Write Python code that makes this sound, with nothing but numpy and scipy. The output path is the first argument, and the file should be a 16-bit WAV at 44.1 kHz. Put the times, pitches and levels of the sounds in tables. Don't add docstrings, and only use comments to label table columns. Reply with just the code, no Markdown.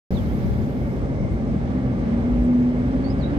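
import sys
import numpy as np
from scipy import signal
from scipy.fft import rfft, irfft
from scipy.io import wavfile

SR = 44100
rng = np.random.default_rng(int(sys.argv[2]) if len(sys.argv) > 2 else 0)


def rack_gain(trim_db):
    fader = np.asarray(trim_db, float)
    return 10 ** (fader / 20)


def store_wav(level_fs):
    pcm = np.round(np.clip(np.atleast_2d(level_fs), -1, 1) * 32767)
    wavfile.write(sys.argv[1], SR, pcm.T.astype(np.int16))


N = 149058
WATER_LAG_S, ENGINE_LAG_S = 0.00026, 0.00017

# (time [s], level [dB])
SURGE = [(.1, 1), (.4, 0.5), (.9, -0.5), (1.3, -.5), (1.7, 2), (1.95, 1), (2.1, 3), (2.3, 2), (2.6, 0.5),
         (2.9, 2.5), (3.1, 3), (3.27, 3.5), (3.38, 5.5)]


def rms_one(x):
    return x / np.sqrt(np.mean(x ** 2) + 1e-20)


def in_time(rows):
    s, *columns = np.transpose(rows)
    return [np.interp(np.arange(N) / SR, s, c) for c in columns]


def at_hz(points, hz, column=1):
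    points = np.array(points)
    return np.interp(np.log(hz + 1e-9), np.log(points[:, 0]), points[:, column])


def drift(rate_hz):
    r = np.exp(-80 * np.pi * rate_hz / SR)
    noise = rng.standard_normal(N // 40 + 2002)
    slow = signal.lfilter([1], [1, -2 * r, r * r], noise)[2000:]
    return np.interp(np.arange(N) / 40, np.arange(len(slow)), rms_one(slow))


def panned(x, left_minus_right_db):
    left = rack_gain(left_minus_right_db)
    return 2 * x * np.array([[left], [1]]) / (1 + left)


def late_left(x, lag_s):
    n = np.arange(N)
    return np.array([np.interp(n - lag_s * SR, n, x), x])


def patchy_noise(spectrum, patchy_db, ports, right_spectrum=None, lag_s=WATER_LAG_S):
    hz = np.arange(N // 2 + 1) * SR / N
    white = rfft(rng.standard_normal((3, N)))
    together = drift(2.5)
    out = 0
    for octave in np.arange(np.log2(spectrum[0][0]), np.log2(spectrum[-1][0]) + .5, .5):
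        window = np.cos(np.pi * np.clip(np.log2(hz + 1e-9) - octave, -.5, .5)) ** 2
        flicker = rack_gain(patchy_db * (.5 * together + drift(8.3)))
        out = out + flicker * irfft(white * window, N)
    shared, own_left, own_right = rfft(out)
    part = np.clip(at_hz(ports, hz, column=2), 0, 1)
    tilt = rack_gain(at_hz(ports, hz) / 2)
    late = np.exp(-2j * np.pi * hz * lag_s)
    left = (np.sqrt(part) * shared * late + np.sqrt(1 - part) * own_left) * tilt
    right = (np.sqrt(part) * shared + np.sqrt(1 - part) * own_right) / tilt
    left = left * rack_gain(at_hz(spectrum, hz))
    right = right * rack_gain(at_hz(right_spectrum or spectrum, hz))
    pair = irfft([left, right], N)
    return pair / np.sqrt(np.mean(pair.mean(axis=0) ** 2))


def resonance(x, hz, width_hz):
    r = np.exp(-np.pi * width_hz / SR)
    b = [(1 - r * r) / 2, 0, (r * r - 1) / 2]
    a = [1, -2 * r * np.cos(2 * np.pi * hz / SR), r * r]
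    return signal.lfilter(b, a, signal.lfilter(b, a, x))


def shaken(modes, flutter_db):
    out = 0
    for hz, width_hz, db in modes:
        ring = rms_one(resonance(rng.standard_normal(N), hz, width_hz))
        out = out + rack_gain(db + flutter_db * drift(12)) * ring
    return out


def shaken_wide(modes, shared_flutter_db, own_flutter_db):
    shared = late_left(shaken(modes, shared_flutter_db), WATER_LAG_S)
    own = np.array([shaken(modes, own_flutter_db), shaken(modes, own_flutter_db)])
    return .6 * shared + .8 * own


def wavering(rows, wobble_hz, flutter_db):
    hz, db = in_time(rows)
    phase = 2 * np.pi * np.cumsum(hz + wobble_hz * drift(4.24)) / SR
    return np.sqrt(2) * rack_gain(db + flutter_db * drift(2.9)) * np.sin(phase)


def wind():
    # (time [s], level [dB])
    gusts = [(.1, -24), (.3, -32.5), (.5, -24.5), (.75, -33), (1.15, -34.5), (1.27, -27), (1.4, -37),
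             (1.7, -33), (1.9, -42.5), (2.3, -35), (2.6, -49), (3.0, -36.5), (3.38, -31.5)]
    db, = in_time(gusts)
    sos = signal.butter(3, [55, 140], "band", fs=SR, output="sos")
    noise = rms_one(signal.sosfilt(sos, rng.standard_normal((2, N))))
    lumps = np.array([rack_gain(drift(30) + 3), rack_gain(3.6 * drift(2.6) - 3)])
    return rack_gain(db) * noise * lumps


def bird():
    # (time [s], pitch [Hz], level [dB])
    notes_sung = [
        [(0.13, 5089, -72), (0.137, 4700, -67), (0.148, 4250, -64), (0.178, 3500, -53), (.2, 3130, -58),
         (0.23, 2890, -63)],
        [(.24, 4400, -63), (.26, 3950, -64), (.285, 3450, -65)],
        [(.255, 3200, -58), (.28, 3150, -67), (.315, 3150, -64)],
        [(3.03, 4397, -67), (3.066, 4491, -47.5), (3.082, 4588, -52), (3.104, 4972, -49), (3.122, 5096, -55),
         (3.132, 5061, -64), (3.15, 5030, -74)],
        [(3.18, 5170, -64), (3.195, 4830, -57), (3.208, 4550, -57), (3.215, 4380, -59), (3.222, 4150, -53),
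         (3.232, 3850, -50), (3.243, 3763, -45), (3.253, 3906, -51), (3.272, 3866, -54), (3.285, 3846, -67),
         (3.33, 3850, -72)],
    ]
    t = np.arange(N) / SR
    out = 0
    for note in notes_sung:
        hz, db = in_time(note)
        edge = np.clip(np.minimum(t - note[0][0], note[-1][0] - t) / 0.012, 0, 1)
        level = np.sqrt(2) * rack_gain(db + 0.2 + 3.1 * drift(50))
        out = out + level * edge * np.sin(2 * np.pi * np.cumsum(hz) / SR)
    echoes = 0
    for k in range(3):
        delay_s = .03 * (k + 1) * rng.uniform(.8, 0.85)
        echoes = echoes + rack_gain(-25 - 1.9 * k) * np.roll(out, int(delay_s * SR))
    return panned(out, -22) + panned(echoes, -15)


def ticks():
    # (time [s], level [dB], pitch [Hz], length [s], left minus right [dB])
    bursts = [(.189, -60, 5800, .003, -12), (.2, -63, 5200, .003, -12), (.217, -62, 5000, .003, -12),
              (0.289, -58, 6500, 0.005, -10), (.386, -63, 5800, .004, -12), (.434, -63, 5800, .003, -12),
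              (.594, -60, 4700, .003, -12), (.688, -60, 4900, .003, -12), (.465, -60, 5700, 0.0098, -14),
              (.617, -57, 6300, .003, -14), (.629, -58, 6500, .003, -12), (1.334, -60, 14000, .004, -24),
              (1.335, -67, 6500, 0.0026, -14), (1.349, -76.5, 13500, 0.047, -10),
              (1.741, -84.5, 12700, 0.041, 16), (2.33, -71.5, 13900, .003, -6.5),
              (2.413, -79, 12500, 0.0034, -13), (2.438, -63, 7800, .02, 14), (2.451, -61, 8200, .01, 21),
              (2.446, -74.5, 13000, 0.035, -4), (2.465, -62, 6200, 0.0081, -1),
              (2.535, -63.5, 5800, .003, -13), (3.208, -66, 6300, .005, -4.5)]
    out, t = np.zeros((2, N)), np.arange(N) / SR
    for s, db, hz, length_s, pan_db in bursts:
        i = int((s - 0.27 * length_s) * SR)
        age = t[:int(5 * length_s * SR)] / length_s
        burst = resonance(rng.standard_normal(SR // 4), hz, hz * hz / 40000)[-len(age):]
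        envelope = np.exp(-age) * np.minimum(age / 0.25, 1)
        out[:, i:i + len(age)] += panned(rack_gain(db) * rms_one(burst) * envelope, pan_db)
    return out


def drops():
    rate_hz, ring_cycles = 70, 14
    strength = rack_gain(3.5 * np.minimum(rng.exponential(1, N), 2.5))
    born = (rng.random(N) < rate_hz / SR) * strength
    dealt = rng.integers(0, 12, N)
    out = 0
    for k, hz in enumerate(np.geomspace(3500, 6800, 12)):
        out = out + resonance(born * (dealt == k) + 1e-18, hz, hz / ring_cycles)
    return panned(rack_gain(-77) * rms_one(out), -8.0)


def spray():
    # (time [s], level [dB])
    spray_level = [(0.12, -63.5), (0.25, -65), (0.35, -64), (.6, -66.5), (0.95, -70), (1.03, -78),
                   (1.15, -90), (1.3, -92)]
    # (frequency [Hz], density [dB per Hz])
    spray_colour = [(8000, -30), (9300, -12), (10000, -4.5), (11200, -7.5), (11500, -2.5), (13200, -4),
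                    (13600, -6.5), (15800, -8)]
    db, = in_time(spray_level + [(1.6, -110)])
    # (frequency [Hz], left minus right [dB], shared part [0-1])
    ports = [(9000, -8.0, .3), (12000, -17, 0.33), (15000, -12, .3)]
    return rack_gain(db) * patchy_noise(spray_colour, patchy_db=.2, ports=ports)


def churn():
    # (time [s], level [dB])
    churn_level = [(.1, -54.5), (.3, -60.5), (.5, -61.5), (.95, -76), (1.3, -97)]
    # (frequency [Hz], density [dB per Hz])
    churn_colour = [(2500, -20.5), (3300, -4), (4500, -6), (6300, -13), (7200, -15), (9000, -24)]
    db, = in_time(churn_level)
    ports = [(3000, -6.0, 0.22), (7000, -5, .3)]
    return rack_gain(db) * patchy_noise(churn_colour, patchy_db=2.0, ports=ports)


def fizz():
    # (frequency [Hz], density [dB per Hz])
    fizz_left = [(4000, -110), (5200, -96), (6300, -105), (8300, -97), (8900, -99), (9300, -108),
                 (10500, -117), (15700, -122)]
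    # (frequency [Hz], density [dB per Hz])
    fizz_right = [(4000, -110), (5200, -94), (6500, -96), (7000, -103), (7400, -118), (8400, -135),
                  (10000, -123), (15700, -121)]
    ports = [(5000, 0, 0.16)]
    return rack_gain(-66) * patchy_noise(fizz_left, patchy_db=0.85, ports=ports, right_spectrum=fizz_right)


def wash():
    # (frequency [Hz], density [dB per Hz])
    wash_colour = [(500, -92), (750, -69), (1000, -74.5), (1450, -74.5), (1900, -78), (2500, -84),
                   (3300, -87.5), (5000, -95)]
    # (frequency [Hz], left minus right [dB], shared part [0-1])
    wash_ports = [(706, -5.5, 0.7), (1250, -2.5, 1), (2230, -3.5, 0.1), (4700, -1, 0.3)]
    surge_db, = in_time(SURGE)
    return rack_gain(surge_db - 49) * patchy_noise(wash_colour + [(5800, -125)], patchy_db=0.5, ports=wash_ports)


def fitting():
    # (time [s], level [dB])
    flares = [(.1, -5), (.26, 4), (.36, -4), (.45, 4), (.6, -4), (.87, 8.5), (1.0, -5), (1.25, 8),
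              (1.5, -3.5), (2.1, 1.5), (2.45, -1.5), (2.65, 1), (2.85, 3), (2.98, -5), (3.12, 0),
              (3.38, -12)]
    # (frequency [Hz], width [Hz], level [dB])
    fitting_modes = [(2115, 110, -61), (2210, 130, -64)]
    flare_db, = in_time(flares)
    return rack_gain(flare_db) * shaken_wide(fitting_modes, 1, 1)


def deck():
    # (frequency [Hz], width [Hz], level [dB])
    deck_modes = [(560, 60, -44.5), (800, 80, -52), (1150, 100, -58), (1660, 140, -64), (2130, 300, -60)]
    surge_db, = in_time(SURGE)
    return rack_gain(surge_db) * shaken_wide(deck_modes, 2, 1.5)


def shudders():
    # (time [s], level [dB], pitch [Hz], length [s])
    swells = [
        (.2, -31.5, 87.7, 0.086),
        (0.503, -30, 120, .1),
        (1.86, -28, 123, 0.1),
        (2.386, -24, 54.4, 0.08),
        (2.842, -27.5, 132, 0.048),
        (3.13, -26, 125, 0.027),
        (3.38, -26, 61.6, 0.036),
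    ]
    t = np.arange(N) / SR
    out = 0
    for s, db, hz, length_s in swells:
        bell = np.exp(-((t - s) / length_s) ** 2)
        out = out + np.sqrt(2) * rack_gain(db) * bell * np.sin(2 * np.pi * hz * t)
    return out


def hull(load_db):
    # (frequency [Hz], width [Hz], level [dB])
    hull_modes = [(53.76, 6, -36), (72.2, 9.7, -43.5), (125, 12, -37.5), (144.4, 6, -36.5),
                  (192.8, 13, -37), (218.3, 41, -39.5)]
    return rack_gain(0.27 * (load_db - load_db.mean())) * shaken(hull_modes, 0.55)


def rumble(load_db):
    # (frequency [Hz], density [dB per Hz])
    rumble_colour = [(25, -28.5), (40, -9.5), (55, 3), (100, -5.5), (250, -5.5), (320, -10), (600, -17),
                     (1000, -34)]
    ports = [(101, 0.0054, 0.92), (286, 0, 0.89), (750, 0.0048, 0.5)]
    noise = patchy_noise(rumble_colour, patchy_db=0.0, ports=ports, lag_s=ENGINE_LAG_S)
    return rack_gain(load_db + 9.5) * noise


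def tones():
    # (time [s], pitch [Hz], level [dB])
    exhaust = [(.11, 230, -36), (.35, 224, -34), (.9, 228, -39), (1.1, 229, -32), (1.3, 229, -37),
               (1.47, 229, -31), (1.75, 233, -30), (1.9, 231, -38), (2.04, 229, -30), (2.16, 235, -23),
               (2.22, 239, -30), (2.28, 243, -20), (2.38, 245, -22.5), (2.56, 245, -16), (2.75, 245, -22.5),
               (2.9, 245, -30), (3.1, 245, -38), (3.38, 245, -44)]
    # (time [s], pitch [Hz], level [dB])
    rough_exhaust = [(.11, 250, -36), (.6, 250, -40), (1.3, 262, -36), (1.6, 255, -44), (1.76, 257, -32),
                     (1.96, 250, -32), (2.1, 255, -44), (2.7, 258, -42), (2.86, 265, -27.5),
                     (3.0, 267, -29), (3.14, 271, -26), (3.22, 276, -40), (3.28, 283, -31),
                     (3.38, 284, -32)]
    # (time [s], pitch [Hz], level [dB])
    generator = [(.11, 190, -32.5), (.6, 189.5, -34.5), (1.0, 191, -38.5), (1.5, 190, -36.5),
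                 (1.8, 190, -49), (2.0, 188.6, -30.5), (2.3, 189, -44), (3.38, 192.4, -45.5)]
    return wavering(exhaust, .7, .6) + wavering(rough_exhaust, 3.0, 2.5) + wavering(generator, 1.16, 4.0)


def engine():
    # (time [s], level [dB])
    load = [(.11, -35), (.5, -36), (1.1, -35), (1.7, -35), (2.2, -33.5), (2.8, -35), (3.38, -34)]
    load_db, = in_time(load)
    body = hull(load_db) + tones() + shudders()
    return rumble(load_db) + deck() + fitting() + late_left(body, ENGINE_LAG_S)


def scene():
    water = ticks() + drops() + spray() + churn() + fizz() + wash()
    return wind() + bird() + water + engine()


def band_limit(x):
    return signal.sosfilt(signal.butter(12, 15780, fs=SR, output="sos"), x)


def record(dry):
    start_s, fade_in_s, fade_out_s = .1055, .002, .0015
    cut = signal.sosfilt(signal.butter(2, 38, "high", fs=SR, output="sos"), dry)
    t = np.arange(N) / SR
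    edges = np.clip(np.minimum((t - start_s) / fade_in_s, (t[-1] - t) / fade_out_s), 0, 1)
    return band_limit(cut * edges)


dry = scene()
out = record(dry)
store_wav(out)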